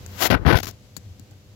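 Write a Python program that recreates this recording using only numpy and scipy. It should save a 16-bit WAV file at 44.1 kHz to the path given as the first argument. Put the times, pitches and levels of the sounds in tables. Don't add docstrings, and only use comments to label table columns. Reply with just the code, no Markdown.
import sys
import numpy as np
from scipy.fft import rfft, irfft
from scipy.io import wavfile
from scipy.ndimage import uniform_filter1d, minimum_filter1d

SR = 44100
rng = np.random.default_rng(int(sys.argv[2]) if len(sys.argv) > 2 else 0)


def store_pcm(level_fs):
    pcm = np.round(np.clip(level_fs, -1, 1) * 32767).astype(np.int16)
    wavfile.write(sys.argv[1], SR, np.atleast_2d(pcm).T)


N = 68355
T = np.arange(N) / SR
HZ = np.maximum(np.arange(N // 2 + 1) * SR / N, 1)

# t/s, level/dB
BACKGROUND_RIGHT = [(0, 8.5), (.07, 7), (.22, 11), (.27, 4), (.32, 6), (.36, 1.5), (.44, 4.5), (.48, -1.5),
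                    (.58, -1.5), (.68, 0), (.95, -0.5), (1.28, 0), (1.32, 2), (1.38, -1.5), (1.55, 0.5)]


def from_db(db):
    return 10 ** (np.asarray(db) / 20)


def unit_rms(x):
    return x / np.sqrt(np.mean(x ** 2) + 1e-20)


def fader(points):
    return from_db(np.interp(T, *np.transpose(points)))


def eq_curve(points):
    hz, db = np.transpose(points)
    return np.interp(np.log(HZ), np.log(hz), db)


def coloured(x, colour, lift_db=0):
    return unit_rms(irfft(rfft(x) * from_db(eq_curve(colour) + lift_db), N))


def drift(rate_hz):
    return unit_rms(irfft(rfft(rng.standard_normal(N)) / (1 + (HZ / rate_hz) ** 2), N))


def burst(start, hold, attack_s, release_s):
    rise = np.clip((T - start) / attack_s + .5, 0, 1)
    return rise * np.exp(-np.maximum(T - start - hold, 0) / release_s)


def friction(colour):
    # f/Hz, width/Hz, lift/dB
    resonances = [(345, 28, 4.5), (707, 38, 3.5), (1515, 83, 8), (1967, 99, 4.5)]
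    grains_per_s, spread_db, hiss_gain = 7000, 3.0, 0.63
    sizes = from_db(spread_db * np.minimum(rng.exponential(1, N), 4))
    grains = sizes * rng.choice([-1, 1], N) * (rng.random(N) < grains_per_s / SR)
    texture = unit_rms(grains) + hiss_gain * rng.standard_normal(N)
    case_db = sum(db / (1 + (2 * (HZ - hz) / width) ** 2) for hz, width, db in resonances)
    return coloured(texture, colour, case_db)


def slips():
    # t/s, hold/s, level before the tone change/dB, brightness/steps
    strokes = [(0.277, 0.017, -31, 0.5), (.302, 0.016, -10, 1.8), (0.323, 0.0075, -12, 0),
               (0.33, 0.0081, -19.5, 0), (.340, .011, -9.5, -2), (0.353, 0.028, -24.5, -6),
               (0.384, 0.057, -35.5, -14.5), (0.4504, 0.0018, -15, -7.5), (0.456, 0.0034, -18.5, -3.5),
               (.463, 0.0062, -9, -0.5), (0.473, 0.0044, -17.5, .5), (.478, 0.0196, -11.5, -0.6),
               (0.5, 0.017, -9.5, -1), (0.521, 0.0046, -23, -2.5), (0.525, .012, -13, 0.5),
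               (0.543, 0.0044, -8.5, -2.5), (.553, 0.0068, -12.5, 1), (0.563, 0.0079, -21, 3.5),
               (0.571, 0.0065, -16.5, 4), (0.585, 0.0051, -20, 4.5), (.594, 0.012, -35.5, 5.5),
               (.601, 0.0032, -27.5, 6), (.630, 0.0052, -25, 7.5), (0.639, 0.0096, -33, 7),
               (0.655, 0.0039, -33, 8.5), (.669, 0.0025, -27.5, 7), (0.676, 0.016, -33.5, 8),
               (0.696, 0.0085, -41, 7), (.708, 0.0042, -44, 9.5), (0.718, 0.0303, -54, -5),
               (1.311, 0.03, -56.5, -5)]
    # f/Hz, level/dB
    rub_colour = [(30, -18), (55, 0.5), (140, 7.5), (280, 4.5), (500, 0), (1000, -3), (1700, -7),
                  (3000, -11.5), (5200, -19.5), (7000, -34), (8500, -47.5), (10800, -26.5), (13000, -28.5),
                  (16000, -38.5)]
    # f/Hz, gain/dB
    opening = [(60, -0.03), (300, -0.46), (600, 0), (1200, 0), (3000, 0.86), (5200, 2.16), (7200, 4),
               (8500, 3), (11000, 2), (15000, 3.5)]
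    rub_spectrum, step_db = rfft(friction(rub_colour)), eq_curve(opening)
    out = np.zeros(N)
    for start, hold, db, brightness in strokes:
        rub = irfft(rub_spectrum * from_db(brightness * step_db), N)
        out += from_db(db) * burst(start, hold, attack_s=0.0035, release_s=0.0022) * rub
    return out


def catches():
    # t/s, level/dB
    snaps = [(.2421, -3.5), (0.2584, -1.5), (0.3123, 1), (0.3231, -14), (0.3301, -1.5), (0.3457, -8),
             (.4678, 10), (0.4957, -14.5), (0.5127, -12), (0.5267, -7), (.5365, -11)]
    width_s = .00009
    return sum(from_db(db) * np.exp(-.5 * ((T - start) / width_s) ** 2) for start, db in snaps)


def thumps():
    # t/s, level/dB, f/Hz
    bumps = [(0.323, -9, 162), (0.343, -8, 141), (0.357, -8, 74), (0.397, -18, 70), (0.419, -15.5, 64.7),
             (0.4524, -11.5, 190), (.464, -1.5, 110), (0.477, -2, 94), (0.528, -8.5, 123), (.544, -10, 114),
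             (0.554, -1, 92.6), (.975, -31.5, 205), (1.197, -37, 227)]
    rise_s = 0.0025
    out = np.zeros(N)
    for start, db, hz in bumps:
        age = np.maximum(T - start, 0)
        envelope = age / rise_s * np.exp(1 - age / rise_s)
        out += from_db(db) * envelope * np.sin(2 * np.pi * hz * age)
    return out


def swish():
    # t/s, level/dB
    swell = [(0, -56.5), (.12, -46), (.165, -41), (.2, -27.5), (.224, -12), (.24, -15.5), (.264, -13),
             (.276, -19), (.284, -42), (.3, -68)]
    # f/Hz, level/dB
    swish_colour = [(60, -23), (170, -14), (280, 1), (420, -4), (800, 1.5), (1600, -3), (2200, -2.5),
                    (5000, -5), (7300, -6.5), (8500, -22.5), (9800, -16.5), (11200, -8), (14000, -5),
                    (16000, -8.5)]
    return fader(swell) * friction(swish_colour)


def ticks():
    # t/s, level/dB, decay/s, right relative to left/dB
    cracks = [(0.0629, -27.5, 0.0017, -30.5), (.9663, -21.5, 0.0037, -44), (0.975, -37, 0.005, -31),
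              (1.1963, -28, 0.0011, -32), (1.31, -47.5, 0.0057, -12)]
    # f/Hz, level/dB
    tick_colour = [(60, -14), (170, 4.5), (350, 8), (850, -10), (2000, -3), (3300, -8.5), (4600, 6.5),
                   (5500, -2.5), (6400, 3), (7600, 9.5), (8800, -8.5), (12000, -2), (16000, -2)]
    left, right = friction(tick_colour), friction(tick_colour)
    out = np.zeros((2, N))
    for start, db, decay, right_db in cracks:
        envelope = burst(start, hold=0, attack_s=.0005, release_s=decay)
        out += from_db(db) * envelope * np.array([left, from_db(right_db) * right])
    return out


def motor():
    # harmonic number, relative level/dB
    harmonics = [(4, -62), (6, -69), (7, -75.5), (8, -68), (10, -65.5), (11, -73.5), (12, -71.5), (13, -84),
                 (14, -78.5), (15, -81), (31, -82)]
    # t/s, level/dB
    throb_swell = [(0, -41), (.22, -44.5), (.3, -48), (.43, -41.5), (.5, -75), (.63, -37), (.72, -46.5),
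                   (.8, -57), (.93, -52), (.99, -48), (1.03, -54), (1.06, -41), (1.11, -45.5), (1.15, -55),
                   (1.23, -46.5), (1.28, -59), (1.33, -41.5), (1.42, -54), (1.52, -47)]
    motor_hz, hum_waver_db = 49.96, 1.5
    hum_follows = 0.73
    throb_hz, throb_waver_hz, throb_rough_db = 95.4, 7.28, 3
    hum = np.zeros(N)
    for harmonic, db in harmonics:
        gain = from_db(db + hum_waver_db * drift(12))
        hum += gain * np.sin(2 * np.pi * (harmonic * motor_hz * T + rng.random()))
    hum *= fader(BACKGROUND_RIGHT) ** hum_follows
    cycles = np.cumsum(throb_hz + throb_waver_hz * drift(18.6)) / SR
    throb = fader(throb_swell) * from_db(throb_rough_db * drift(38)) * np.sin(2 * np.pi * cycles)
    hum_pan, throb_pan = from_db([[-3], [0]]), from_db([[.5], [-1.5]])
    return np.sqrt(2) * (hum * hum_pan + throb * throb_pan)


def air():
    # f/Hz, level/dB
    left_colour = [(25, -26), (50, 2.5), (120, -2.5), (200, -5.5), (400, -16.5), (800, -22.5), (1300, -27),
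                   (3000, -23), (6800, -24), (7800, -27), (8600, -37.5), (12000, -31.5), (16000, -36)]
    # f/Hz, level/dB
    right_colour = [(25, -59), (50, -10.5), (120, 6), (200, -8.5), (400, -13), (800, -17), (1300, -21.5),
                    (4500, -22.5), (7500, -30.5), (8700, -37.5), (11500, -32.5), (16000, -37)]
    # t/s, level/dB
    background_left = [(0, 6), (.2, 5.5), (.33, 12), (.4, -11), (.6, 11), (.73, 3.5), (.78, 0), (.84, 2.5),
                       (.94, 0.5), (1.0, 3), (1.27, -0.5), (1.34, -0.5), (1.55, -1.5)]
    bed_db, alike_below_hz = -52, 490
    left, independent = rng.standard_normal((2, N))
    alike = 1 / (1 + (HZ / alike_below_hz) ** 2)
    right = irfft(alike * rfft(left) + np.sqrt(1 - alike ** 2) * rfft(independent), N)
    return from_db(bed_db) * np.array([fader(background_left) * coloured(left, left_colour),
                                       fader(BACKGROUND_RIGHT) * coloured(right, right_colour)])


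def scene():
    hand = swish() + slips() + catches() + thumps()
    return np.array([hand, np.zeros(N)]) + ticks() + motor() + air()


def record(dry):
    low_cut_hz, high_cut_hz = 37.3, 15850
    ceiling, limiter_s = .97, .001
    low_cut = 1 / np.sqrt(1 + (low_cut_hz / HZ) ** 12)
    high_cut = 1 / np.sqrt(1 + (HZ / high_cut_hz) ** 240)
    trimmed = irfft(rfft(dry) * low_cut, N)
    span = int(limiter_s * SR) + 1
    needed_gain = ceiling / np.maximum(abs(trimmed), ceiling)
    smooth_gain = uniform_filter1d(minimum_filter1d(needed_gain, span), span)
    return irfft(rfft(smooth_gain * trimmed) * high_cut, N)


dry = scene()
out = record(dry)
store_pcm(out)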